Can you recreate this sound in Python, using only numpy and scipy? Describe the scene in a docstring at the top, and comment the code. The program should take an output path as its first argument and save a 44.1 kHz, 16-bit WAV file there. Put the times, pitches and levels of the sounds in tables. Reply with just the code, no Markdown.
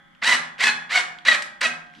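"""Over a quiet house hush, a tubular frame already rings faintly in a bare room, and a plastic tick leads in.
Five bursts of a cordless driver follow: harmonics of the tooth rate whine and casing-coloured noise grits.
Top speed sinks over the first four as the bolt tightens; the frame rings on, jolts thud near four burst ends.
Ticks, short rings with noise cracks, fall at or between bursts; last come more ticks and a hand's rustle,
two bands of noise. Dense decaying echoes answer the tool throughout."""
import sys
import numpy as np
from scipy import signal
from scipy.fft import rfft, irfft
from scipy.io import wavfile

SR = 44100
rng = np.random.default_rng(int(sys.argv[2]) if len(sys.argv) > 2 else 0)


def master_out(mix):
    """Clip the mix to full scale and print it as 16-bit PCM to the path in sys.argv[1]."""
    frames = np.transpose(np.atleast_2d(mix))
    ceiling = np.clip(frames, -1, 1)
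    pcm = np.round(ceiling * 32767).astype(np.int16)
    wavfile.write(sys.argv[1], SR, pcm)


N = 88200  # two seconds

# House hush, relative spectrum: f/Hz, level/dB per Hz
HUSH_SPECTRUM = [(20, -5), (45, -4), (80, -11.5), (110, -8.5), (165, 4.5), (250, 0.5), (420, -18.5),
                 (800, -12), (1520, -2.5), (2200, -6), (2600, -23), (3200, -7), (3950, -24), (12000, -37.5),
                 (16000, -53)]
# Decay of the room echoes: f/Hz, t60/s
ROOM_DECAY = [(150, 1), (400, 0.6), (1040, 0.63), (2760, 0.41), (7280, 0.33), (13000, 0.23)]
# Side of the echoes against their middle: f/Hz, level/dB
ECHO_WIDTH = [(100, -38), (300, -6), (700, -2), (1400, 2), (2800, -6), (5500, -0.5), (9000, 10),
              (14000, 6.5)]
# Stereo placing of everything but the hush, left minus right: f/Hz, level/dB
STEREO_TILT = [(150, -1), (600, -3), (1400, 0), (3000, -2), (6000, -1), (10000, -3), (15000, 0)]
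# Hand shifting on the tool: t/s, low band level/dB, high band level/dB
HAND_RUSTLE = [(1.859, -51, -38), (1.894, -102, -81.5), (1.956, -61, -59.5), (1.992, -52, -59),
               (2.0, -51, -72)]
# Trigger and bit ticks, before band-limiting: t/s, ring level/dB, ring f/Hz, crack level/dB
TICK_EVENTS = [(.150, -40.5, 2800, -66), (0.582, -26, 2436, -50), (.893, -32, 2698, -51),
               (1.187, -26.5, 3291, -49.5), (1.4221, -20, 2300, -23), (1.9, -42, 3000, -72),
               (1.938, -33, 2111, -57), (1.951, -35, 3200, -56)]
# The tool jolts the frame near a burst's end: t/s, thud level/dB, low ring level/dB, high ring level/dB
JOLT_EVENTS = [(0.327, -47.5, -49, -72), (.715, -56, -53, -62), (1.0, -64, -55.5, -47.5),
               (1.655, -54, -49, -45.5)]
# Thud, low ring and high ring, each two close modes that beat: f/Hz, spacing f/Hz, t60/s
JOLT_PAIRS = [(89, 35, .15), (162, 3.45, 1.19), (717, 5.903, 1.376)]
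# Tube modes of the frame: f/Hz, shaking level/dB, t60/s, level/dB still ringing at the start
TUBE_MODES = [(240.7, -56, 0.24, -86), (334.3, -68.5, 0.65, -75), (561.5, -77, 0.97, -67),
              (590.4, -62, 0.34, -85), (742, -67, 0.68, -71), (813, -60.5, 0.54, -58),
              (1070, -69.5, 1, -72), (1290, -77, 0.49, -61), (1513, -77, 1, -67), (1580, -58, 0.71, -59),
              (1708, -59.5, 0.31, -56.5), (1812, -68, 0.44, -64), (1980, -76, 1, -60),
              (2225, -81.5, .45, -75), (3403, -68.5, 0.96, -62.5), (3300, -76, 0.77, -71)]
# Grit through the casing, relative spectrum: f/Hz, level/dB per Hz
CASING_SPECTRUM = [(88, -37), (150, -19), (221, -23.5), (1110, -3.5), (1240, -4), (1400, 0), (1980, 5),
                   (2360, -1), (3980, -5), (5540, -10), (7860, -13.5), (15500, -47)]
# Tooth harmonics through the casing, relative: f/Hz, level/dB
WHINE_SPECTRUM = [(500, -11), (900, -8.5), (1400, 0.5), (2000, 9.5), (2700, 0.5), (3300, -4.5), (4100, 0.5),
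                  (4800, -13), (6000, -37), (9000, -22)]
# One list per burst: t/s, tooth rate f/Hz, whine level/dB, grit level/dB between 5 and 9 kHz
DRIVER_BURSTS = [
    [(0.215, 607, -48, -54), (0.225, 638.4, -26, -65), (0.235, 702.8, -32, -39.5), (0.253, 872.7, -20, -37),
     (0.269, 963, -20, -33), (0.293, 1017, -25, -29.5), (0.315, 1008, -18, -33.5), (0.349, 964, -25, -31.5),
     (0.368, 967, -29, -40.5)],
    [(0.582, 517.5, -47, -51.5), (0.598, 582.5, -31, -52), (0.608, 624, -27, -35), (0.62, 744, -21, -38),
     (0.63, 823.4, -27, -30.5), (0.65, 872.7, -24.5, -32), (0.682, 850.9, -19.5, -31.5),
     (0.692, 853.5, -22, -36), (0.702, 840, -25, -45)],
    [(0.893, 537, -35, -63), (0.899, 570.4, -37, -59), (0.911, 600.8, -29, -41.5), (0.927, 690.3, -24, -36),
     (0.939, 743.5, -24.5, -33.5), (0.959, 747.4, -21, -33), (0.969, 738.7, -21, -34.5),
     (0.977, 723, -14.5, -33.5), (1.003, 727, -37, -37)],
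    [(1.249, 410.6, -28, -39), (1.259, 501, -24.5, -43.5), (1.273, 594.1, -20.5, -37.5),
     (1.279, 632.9, -30, -31), (1.285, 646.4, -12, -32.5), (1.305, 652.7, -24.5, -36.5),
     (1.319, 635.4, -14, -36), (1.335, 598.2, -22, -34), (1.357, 583.1, -30.5, -42)],
    [(1.607, 430, -52, -46), (1.615, 467.3, -30.5, -31.5), (1.623, 515.8, -21.5, -43),
     (1.633, 580, -23.5, -33), (1.645, 662.5, -23.5, -31), (1.661, 632.2, -17.5, -39),
     (1.673, 642.9, -39, -38)],
]

HUSH_DB, HUSH_SIDE_DB = -59, -0.5  # the middle; the side against it
ROOM_DB, ROOM_ONSET_S = -9, 0.0095
EARLY_DB, EARLY_T60_S = -10.5, 0.07  # floor and frame close by
WHINE_ROOM_DB = -4  # the whine reaches the room weaker than the grit
TICK_T60_S, CRACK_T60_S, TICK_LOW_HZ, TICK_HIGH_HZ = .004, .035, 1200, 7500
TICK_SAMPLES = 1500
SHAKE_NOISE_DB, SHAKE_TEETH_DB = -1.5, -3
START_S, STOP_S = .004, .011  # linear fade-in; time constant of the fall
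JITTER_TEETH, JITTER_HZ = .012, 293
SLOW_JITTER_TEETH = .09  # extra unevenness per octave under the burst's top speed
THROB_DB, THROB_HZ = 1.5, 90  # shared by whine and grit
WAVER_DB, WAVER_HZ = 3, 60  # separate for each harmonic
UNEVEN_DB = 2  # grit strength from tooth to tooth
LOW_CUT_HZ = 148  # tool and thin tubes radiate little lower; the jolts bypass this
CUTOFF_HZ = 15900


def amp(db):
    """Turn decibels into a gain."""
    return 10 ** (np.asarray(db) / 20)


def rms_one(x):
    """Bring a signal to an RMS of one."""
    return x / np.sqrt(np.mean(x ** 2) + 1e-20)


def at_hz(points, hz):
    """Read a curve of value against pitch, straight on a log-frequency axis."""
    point_hz, value = np.array(points).T
    return np.interp(np.log(hz + 1), np.log(point_hz), value)


def colour(x, db_of_hz):
    """Minimum-phase filter with the given dB response: nothing sounds early."""
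    log_gain = db_of_hz(np.fft.rfftfreq(4096, 1 / SR)) * np.log(10) / 20
    cepstrum = irfft(log_gain)
    # fold the backward half of the cepstrum onto the forward half
    cepstrum[1:2048] *= 2
    cepstrum[2049:] = 0
    impulse = irfft(np.exp(rfft(cepstrum)))
    return signal.fftconvolve(x, impulse)[:len(x)]


def drift(hz):
    """Smooth random wandering of RMS one: noise through two low-pass poles."""
    r = np.exp(-2 * np.pi * hz / SR)
    noise = rng.standard_normal(N + 4000)
    return rms_one(signal.lfilter([1], [1, -2 * r, r * r], noise)[4000:])


def ring(x, hz, t60):
    """Two-pole resonator: a unit click sets a decaying sine of height 1 ringing."""
    r, w = amp(-60 / (t60 * SR)), 2 * np.pi * hz / SR
    return signal.lfilter([0, np.sin(w)], [1, -2 * r * np.cos(w), r * r], x + 1e-18)


def band(x, lo_hz, hi_hz):
    """Keep the sound between two pitches."""
    return signal.sosfilt(signal.butter(2, [lo_hz, hi_hz], "band", fs=SR, output="sos"), x)


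def house_hush():
    """Quiet steady hush of the house: coloured noise, unrelated in middle and side."""
    mid, side = (rms_one(colour(rng.standard_normal(N + 4096), lambda f: at_hz(HUSH_SPECTRUM, f))[4096:])
                 for _ in range(2))
    return amp(HUSH_DB) * (mid + amp(HUSH_SIDE_DB) * side * [[1], [-1]])


def reflect(x, echo, db):
    """Play a sound through middle and side echoes, scaled to one mean energy."""
    echo = amp(db) * echo / np.sqrt(np.sum(echo ** 2) / 2)
    return signal.fftconvolve(x[None], echo, axes=1)[:, :N]


def room(x):
    """Dense echoes, unrelated in middle and side, dying faster in the treble."""
    t = np.arange(SR) / SR
    edges = 80 * 2 ** np.arange(0, 8.1, .5)  # half-octave bands
    noise = rng.standard_normal((2, 2, SR))  # neighbouring bands take turns between two noises
    tail = 0
    for k, (lo, hi) in enumerate(zip(edges, edges[1:])):
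        decay = amp(-60 * t / at_hz(ROOM_DECAY, np.sqrt(lo * hi)))
        tail = tail + band(noise[k % 2], lo, hi) * decay
    # silent for one onset time, then fading in over another
    tail = tail * np.clip(t / ROOM_ONSET_S - 1, 0, 1)
    return reflect(x, tail, ROOM_DB)


def early(x):
    """First reflections: two unrelated decaying noise patterns, for middle and side."""
    t = np.arange(SR // 20) / SR
    echo = rng.standard_normal((2, len(t))) * amp(-60 * t / EARLY_T60_S) * (t > .0006)
    return reflect(x, echo, EARLY_DB)


def rustle():
    """A hand shifts on the tool at the end: a low and a high band of rubbing noise."""
    s, low_db, high_db = np.transpose(HAND_RUSTLE)
    t = np.arange(N) / SR
    fade = np.clip((t - s[0]) / 0.058, 0, 1)
    noise = rng.standard_normal((2, N))
    low = amp(np.interp(t, s, low_db)) * rms_one(band(noise[0], 180, 300))
    flicker_db = 2.2 * drift(59.5)
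    high = amp(np.interp(t, s, high_db) + flicker_db) * rms_one(band(noise[1], 2186, 4540))
    return fade * (low + high)


def ticks():
    """Plastic ticks: a click sets off a short ring, with a decaying noise crack."""
    out, click = np.zeros(N), np.arange(TICK_SAMPLES) == 0
    t = np.arange(TICK_SAMPLES) / SR
    for s, db, hz, crack_db in TICK_EVENTS:
        crack = rng.standard_normal(TICK_SAMPLES) * amp(crack_db - 60 * t / CRACK_T60_S)
        tick = amp(db) * ring(click, hz, TICK_T60_S) + crack
        tick = band(tick, TICK_LOW_HZ, TICK_HIGH_HZ)
        i = int(s * SR)
        out[i:i + TICK_SAMPLES] += band(tick, TICK_LOW_HZ / 2, 8945)
    return out


def jolts():
    """A dull thud and two tube rings, each a pair of modes that swells and sinks by beating."""
    s, *levels = np.transpose(JOLT_EVENTS)
    out = 0
    for db, (hz, beat_hz, t60) in zip(levels, JOLT_PAIRS):
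        push = np.zeros(N)
        push[(s * SR).astype(int)] = amp(db)
        out = out + ring(push, hz, t60) - ring(push, hz + beat_hz, t60 / 2)
    return out


def frame(motor):
    """Tube modes take up the shaking and ring on; they already ring faintly at the start."""
    rough = np.abs(motor) * rng.standard_normal(N)
    shake = amp(SHAKE_NOISE_DB) * rough + amp(SHAKE_TEETH_DB) * motor
    out = 0
    for hz, db, t60, start_db in TUBE_MODES:
        push = amp(db) * shake
        push[0] = amp(start_db)
        out = out + ring(push, hz, t60)
    return out


def driver():
    """Teeth knock in step with the speed, a gliding harmonic stack; grit rubs along. Returns whine and grit."""
    t, rows = np.arange(N) / SR, np.vstack(DRIVER_BURSTS)
    hz, whine_db, grit_db = (np.interp(t, rows[:, 0], column) for column in rows.T[1:])
    gate = 0
    for burst in DRIVER_BURSTS:
        start = np.clip((t - burst[0][0]) / START_S, 0, 1)
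        gate = gate + start * np.exp(-np.maximum(t - burst[-1][0], 0) / STOP_S)
    throb = gate * amp(THROB_DB * drift(THROB_HZ))

    # running count of teeth, more uneven below the burst's top speed
    burst_tops = np.concatenate([[max(row[1] for row in b)] * len(b) for b in DRIVER_BURSTS])
    top_hz = np.interp(t, rows[:, 0], burst_tops)
    unevenness = JITTER_TEETH + SLOW_JITTER_TEETH * np.log2(top_hz / hz)
    teeth = np.cumsum(hz) / SR + unevenness * drift(JITTER_HZ)

    sizes = [amp(at_hz(WHINE_SPECTRUM, k * hz)) for k in range(1, 12)]
    whine = 0
    for k, size in enumerate(sizes, 1):
        waver = amp(WAVER_DB * drift(WAVER_HZ))
        phase = 2 * np.pi * (k * teeth + 0.13 * drift(17.6))
        whine = whine + size * waver * np.cos(phase)
    whine = whine / np.sqrt(np.sum(np.square(sizes), axis=0) / 2)  # level without the waver

    tooth_strength = amp(UNEVEN_DB * rng.standard_normal(4000))
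    strength = tooth_strength[np.clip(teeth.astype(int), 0, 3999)]
    grit = colour(rng.standard_normal(N) * strength, lambda f: at_hz(CASING_SPECTRUM, f))
    grit = grit / band(grit, 5000, 9000).std()
    return throb * amp(whine_db) * whine, throb * amp(grit_db) * grit


def scene():
    """Mix the tool and frame with their echoes, place them in stereo and lay in the hush."""
    whine, grit = driver()
    rest = grit + frame(whine + grit) + ticks() + rustle()
    low_cut = signal.butter(6, LOW_CUT_HZ, "high", fs=SR, output="sos")
    whine, rest = signal.sosfilt(low_cut, [whine, rest])
    mid, side = early(whine + rest) + room(amp(WHINE_ROOM_DB) * whine + rest)
    side = colour(side, lambda f: at_hz(ECHO_WIDTH, f))
    heard = whine + rest + jolts() + mid + side * [[1], [-1]]
    # each ear takes half of the left-right difference
    placed = [colour(x, lambda f: sign * at_hz(STEREO_TILT, f) / 2) for x, sign in zip(heard, (1, -1))]
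    return np.array(placed) + house_hush()


def record(dry):
    """A steep low-pass cuts the top."""
    return signal.sosfilt(signal.cheby2(12, 70, CUTOFF_HZ, fs=SR, output="sos"), dry)


dry = scene()
out = record(dry)
master_out(out)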